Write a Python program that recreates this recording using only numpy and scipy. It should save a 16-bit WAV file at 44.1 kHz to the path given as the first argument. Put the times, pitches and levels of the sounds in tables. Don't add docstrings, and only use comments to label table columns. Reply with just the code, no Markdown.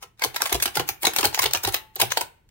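import sys
import numpy as np
from scipy import signal
from scipy.fft import rfft, irfft
from scipy.io import wavfile
from scipy.ndimage import uniform_filter1d

SR = 44100
rng = np.random.default_rng(int(sys.argv[2]) if len(sys.argv) > 2 else 0)


def volts_from_decibels(level):
    exponent = np.asarray(level, float) / 20
    return 10 ** exponent


def materialize(psi):
    bounded = np.clip(np.atleast_2d(psi).T, -1, 1)
    quanta = np.round(bounded * 32767).astype(np.int16)
    wavfile.write(sys.argv[1], SR, quanta)


N = 110250

# (frequency [Hz], level [dB])
FLOOR_SPECTRUM = [(15, -41), (25, -3.5), (111, -3), (263, -16), (416, -18.5), (591, -30.5), (1840, -33.5),
                  (10700, -45.5), (16000, -39)]
# (time [s], peak [dB], treble tilt [dB per octave], chatter length [s])
LEVER_TICKS = [(0.0225, -25, -2.5, 0.012), (0.1948, -27.5, -2.5, 0.0032), (0.3425, -22, -0.5, 0.0098),
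               (0.402, -22, -11, 0.0097), (0.4562, -10, -2.5, 0.0073), (0.4712, -16.5, 2, 0.005),
               (0.5198, -14, -11, 0.0031), (0.4937, -17, -2.5, 0.011), (0.5442, -9.5, -3, 0.0088),
               (0.6, -15.5, -2.5, 0.0062), (0.6755, -15.5, -3, 0.0076), (0.7435, -32, -4, 0.0043),
               (0.7545, -10, 0.7, 0.0061), (0.8045, -20, -5, 0.0054), (0.8775, -22.5, 8, 0.0054),
               (0.7943, -9.5, -1.3, 0.0088), (1.0222, -18.5, 10.5, 0.0036), (1.0307, -10, 1, 0.0055),
               (1.0434, -10.5, -10.5, 0.0019), (1.1353, -16, 0.5, 0.004), (1.0742, -15, -11, 0.0022),
               (1.1912, -12, -11.5, 0.0037), (1.2472, -6.5, -5, 0.0033), (1.2085, -8.5, 0.5, 0.0056),
               (1.2302, -7, -4.5, 0.0034), (1.2702, -13.5, 3.5, 0.0054), (1.3264, -22, -6, 0.0087),
               (1.3502, -16, 0, 0.0021), (1.3755, -15.5, -5, 0.004), (1.4305, -9.5, -5.5, 0.004),
               (1.5105, -17, -2, 0.0021), (1.572, -15, 1, 0.0056), (1.634, -11.5, 2.5, 0.0075),
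               (1.672, -10, 0.5, 0.0079), (1.7225, -19.5, 3, 0.006), (1.7355, -22, 7.5, 0.0032),
               (1.6855, -13, 2.5, 0.0057), (1.961, -20, -2, 0.0063), (2.0042, -8.5, 0.3, 0.0014),
               (2.0262, -15.5, 2.5, 0.0068), (2.103, -21.5, -2, 0.013), (2.4895, -47, -0.5, 0.0057)]
# (time [s], peak [dB], treble tilt [dB per octave], chatter length [s])
TYPE_STRIKES = [(0.2195, -15.5, -4, 0.0055), (0.2372, -10, -1.5, 0.0042), (0.2465, -13.5, 3, 0.0026),
                (0.3612, -15, -1, 0.0052), (0.4192, -8, -0.5, 0.0021), (0.5252, -9, 2, 0.0051),
                (0.623, -9.5, 3, 0.0073), (0.6564, -11.5, 0.5, 0.0049), (0.7705, -10.5, -3, 0.0035),
                (0.8895, -11, 2, 0.003), (1.0512, -7.5, -0.7, 0.0047), (1.0688, -6.5, -0.3, 0.0033),
                (1.1632, -9, 2, 0.0017), (1.1858, -9.5, 0.5, 0.0036), (1.2402, -12.5, 0.5, 0.0062),
                (1.2532, -6, 3, 0.0021), (1.3458, -13, -1.5, 0.0024), (1.3915, -6.5, 0.3, 0.003),
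                (1.418, -14.5, 1.9, 0.011), (1.4405, -11, 0.5, 0.003), (1.4566, -12.5, -2.2, 0.0067),
                (1.535, -7, 1.9, 0.0026), (1.5473, -12.5, -2.3, 0.0081), (1.6495, -12, -3.5, 0.0026),
                (1.7432, -9, 2, 0.0026), (1.9991, -13, -2.5, 0.0045), (2.0152, -3.5, 1.9, 0.0034),
                (2.1195, -12, 0, 0.0028), (2.1722, -9, -0.5, 0.0038), (2.21, -15, -0.4, 0.0042)]
# (frequency [Hz], level [dB])
STEEL_SPECTRUM = [(530, -16.5), (900, -3), (1220, -15.5), (1470, -7.5), (1770, -8.5), (4150, -3),
                  (11100, -9), (13800, -10), (16000, -4.5)]
# (frequency [Hz], time to fall 60 dB [s])
STEEL_DECAY = [(1000, 0.027), (4000, 0.012), (14000, 0.0065)]
# (frequency [Hz], time to fall 60 dB [s])
ROOM_DECAY = [(150, 0.34), (700, 0.21), (2000, 0.25), (5000, 0.14), (13000, 0.17)]
# (time [s], peak [dB], desk share [dB])
KEY_THUMPS = [(0.035, -42, -18), (0.247, -15.5, -22.5), (0.256, -24.5, -30), (0.342, -31.5, -26),
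              (0.422, -23.5, -31), (0.522, -18.5, -10), (0.549, -18, -18), (0.658, -24, -18.5),
              (0.765, -21.5, -8), (0.796, -15.5, -22), (0.89, -22, -17.5), (1.029, -28, -11),
              (1.045, -20.5, -19), (1.071, -16.5, -31), (1.163, -29, -9.5), (1.19, -22.5, -16.5),
              (1.232, -20, -12.5), (1.243, -23.5, -29), (1.254, -17.5, -17), (1.375, -23, -17),
              (1.434, -22.5, -15), (1.456, -19.5, -16.5), (1.544, -20.5, -19), (1.641, -22.5, -7),
              (1.676, -15, -20.5), (1.688, -25, -30), (1.744, -25, -25), (1.963, -35.5, -14),
              (2.002, -25, -8), (2.016, -21.5, -26.5), (2.027, -18.5, -16), (2.173, -26.5, -28.5),
              (2.21, -31, -17)]
# (frequency [Hz], level [dB], time to fall 60 dB [s])
FRAME_TONES = [(318, -3.5, 0.012), (387, 4, 0.02), (480, -5.5, 0.025), (580, -7.5, 0.018), (698, -5, 0.018),
               (775, -0.5, 0.033), (890, 3, 0.0079), (1040, -2.5, .012)]
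# (frequency [Hz], level [dB], time to fall 60 dB [s])
DESK_TONES = [(58.5, -2, 0.13), (87.5, 2, 0.11), (104, -3.5, 0.14), (123.6, -4.5, 0.33), (154, -5.5, 0.11),
              (186, -5.5, 0.053)]
# (time [s], frequency [Hz], level [dB], time to fall 60 dB [s])
RINGING_BARS = [
    (0.4192, 1550, -16, 0.009),
    (0.8895, 4220, -22, .007),
    (1.7432, 2150, -16, 0.005),
    (1.9572, 13550, -16, 0.005),
    (1.5358, 8100, -14, 0.004),
    (2.1195, 1550, -14, 0.008),
    (2.1195, 1900, -13, 0.008),
    (2.1722, 1600, -13, 0.009),
    (2.1722, 2115, -14, 0.008),
]
# (start [s], stopped at [s], frequency [Hz], level [dB], time to fall 60 dB [s])
SPRING_TONE = (1.745, 1.95, 872, -48, .9)

RISE_S, RISE_SHARE = 0.0002, 0.35
BEFORE = 1000


def read(points, hz):
    f, value = np.transpose(points)
    return np.interp(np.log(hz + 1), np.log(f + 1), value)


def add(mix, s, sound):
    part = mix[:, max(round(s * SR), 0):][:, :sound.shape[1]]
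    part += sound[:, :part.shape[1]]


def highpass(sound, order, hz):
    return signal.sosfilt(signal.butter(order, hz, "high", fs=SR, output="sos"), sound)


def floor():
    hz = np.fft.rfftfreq(N, 1 / SR)
    a, b = rfft(rng.standard_normal((2, N)))
    same = 0.95 / (1 + hz / 2500)
    right = same * a + np.sqrt(1 - same ** 2) * b
    x = irfft(np.array([a, right]) * volts_from_decibels(read(FLOOR_SPECTRUM, hz)), N)
    return volts_from_decibels(-63) * x / x.std()


def ring(hz, db, t60, size, alternate=True):
    left_db, bass_spread_db, lag_s = 0.5, 3.5, 0.00009
    t = np.arange(size) / SR
    chance = rng.standard_normal((2, len(hz)))
    unlike = 1 / (1 + (1207 / hz) ** 2)
    sign = (-1.) ** (alternate * np.arange(len(hz)))
    left = volts_from_decibels(db) * sign * np.exp(0.4j * unlike * chance[0])
    right_db = -left_db * np.minimum(hz / 300, 1) + bass_spread_db * (1.5 - unlike) * chance[1]
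    right_phase = 1.3 * unlike * chance[1] - 2 * np.pi * hz * lag_s
    right = left * volts_from_decibels(right_db) * np.exp(1j * right_phase)
    fall = np.log(1000) / np.maximum(t60, 0.002)
    waves = np.exp(np.outer(2j * np.pi * hz - fall, t))
    return (np.array([left, right]) @ waves).imag


def chatter(length, rattle_db, travel_db):
    rattle_s, travel_s = 0.02, 0.0086
    t = (np.arange(4000) - BEFORE) / SR
    late = np.maximum(t, 0)
    length = max(length, 0.0005)
    rise = RISE_S + RISE_SHARE * length
    bunch = np.exp(-(late / (1.364 * length)) ** 1.68)
    rattle = volts_from_decibels(rattle_db) * np.exp(-late / rattle_s)
    shape = np.minimum(late / rise, 1) * (bunch + rattle)
    shape += volts_from_decibels(travel_db) * np.exp(-np.abs(t) / travel_s)
    sign, gate = rng.standard_normal((2, 3, len(t)))
    hits = sign * (gate > 0.9)
    hits[0, BEFORE + round(rise * SR)] = 2.05
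    clumps = volts_from_decibels(23.0 * uniform_filter1d(rng.standard_normal(len(t)), size=60))
    return shape * clumps * (hits[0] + hits[1:])


def clack(peak_db, tilt_db, length, travel_db):
    hz = np.linspace(900, 16000, 90) + rng.uniform(-80, 80, 90)
    spread_db = 5.3 * rng.standard_normal(90)
    db = read(STEEL_SPECTRUM, hz) + tilt_db * np.log2(hz / 4000) + spread_db
    steel = ring(hz, db, read(STEEL_DECAY, hz), size=500, alternate=False)
    sound = signal.fftconvolve(steel, chatter(length, rattle_db=-13.5, travel_db=travel_db), axes=1)
    sound = highpass(sound, 2, 550)
    loudness = np.sqrt((sound[:, 1000:1250] ** 2).mean())
    return volts_from_decibels(peak_db) * sound / (3 * loudness)


def room(x):
    taps = np.zeros((2, 22000))
    at = np.arange(200, 21980, 20) + rng.integers(0, 20, (2, 1089))
    np.put_along_axis(taps, at, rng.choice([-1., 1.], at.shape), 1)
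    hz, t, z = signal.stft(taps, SR, nperseg=256)
    fall_db = -60 * t / read(ROOM_DECAY, hz)[:, None]
    fade = volts_from_decibels(fall_db) + volts_from_decibels(-17.5 + fall_db / 2.7)
    tail = signal.istft(z * fade, SR, nperseg=256)[1]
    return signal.fftconvolve(x, tail / np.linalg.norm(tail[0]), axes=1)[:, :N]


def thump(peak_db, desk_db):
    out, t = 0, np.arange(1500) / SR
    push = np.exp(-t / 0.0075) * rng.standard_normal(1500) * (rng.random(1500) < 0.06)
    # tones, level [dB], rise [s], lowest pitch [Hz]
    parts = ((FRAME_TONES, 0.5, 0.003, 260), (DESK_TONES, desk_db, 0.035, 45))
    for tones, level_db, rise_s, low_hz in parts:
        hz, db, t60 = np.transpose(tones)
        chance = rng.standard_normal((2, len(hz)))
        body = ring(hz * (1 + 0.022 * chance[0]), db + 2.53 * chance[1], t60, size=14000)
        body = body * np.hanning(28000)[14000:]
        body = signal.fftconvolve(body, push[None], axes=1)
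        swell = np.minimum(np.arange(body.shape[1]) / SR / rise_s, 1)
        body *= np.sin(np.pi / 2 * swell) ** 2
        body = highpass(body, 3, low_hz)
        out = out + volts_from_decibels(level_db) * body / np.abs(body).max()
    return volts_from_decibels(peak_db) * out


def bar(hz, db, t60):
    tones = ring(hz * np.array([0.994, 1.006]), np.zeros(2), t60, size=1500)
    sound = signal.fftconvolve(tones, chatter(0.002, rattle_db=-30, travel_db=-70), axes=1)
    sound = highpass(sound, 2, hz / 2)
    return volts_from_decibels(db) * sound / np.abs(sound).max()


def spring():
    start, stop, hz, db, t60 = SPRING_TONE
    t = np.arange(N) / SR
    on = np.clip((t - start) / 0.012, 0, 1) * np.clip((stop - t) / 0.019, 0, 1)
    return on * volts_from_decibels(db - 60 * np.abs(t - start) / t60) * np.sin(2 * np.pi * hz * t)


def scene():
    lead_s = 0.001095 + BEFORE / SR
    mix = np.zeros((3, 2, N))
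    # blows, level change [dB], scrape on the way [dB]
    for table, trim_db, travel_db in ((LEVER_TICKS, -3, -14), (TYPE_STRIKES, 3.5, -17)):
        for k, (s, peak_db, tilt_db, length) in enumerate(table):
            add(mix[k % 3], s - lead_s, clack(peak_db + trim_db, tilt_db, length, travel_db))
    for k, (s, peak_db, desk_db) in enumerate(KEY_THUMPS):
        add(mix[k % 3], s - 0.002, thump(peak_db, desk_db))
    close = np.zeros((2, N))
    for s, hz, db, t60 in RINGING_BARS:
        add(close, s - lead_s, bar(hz, db, t60))
    machine = sum(part + volts_from_decibels(-11.5) * room(part) for part in mix)
    return machine + close + spring() + floor()


def band_limit(x):
    return signal.sosfilt(signal.butter(12, 16970, fs=SR, output="sos"), x)


def record(dry):
    soft = np.tanh(dry)
    x = signal.oaconvolve(soft, signal.firwin(255, 15900, fs=SR)[None], "same")
    return band_limit(x)


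dry = scene()
out = record(dry)
materialize(out)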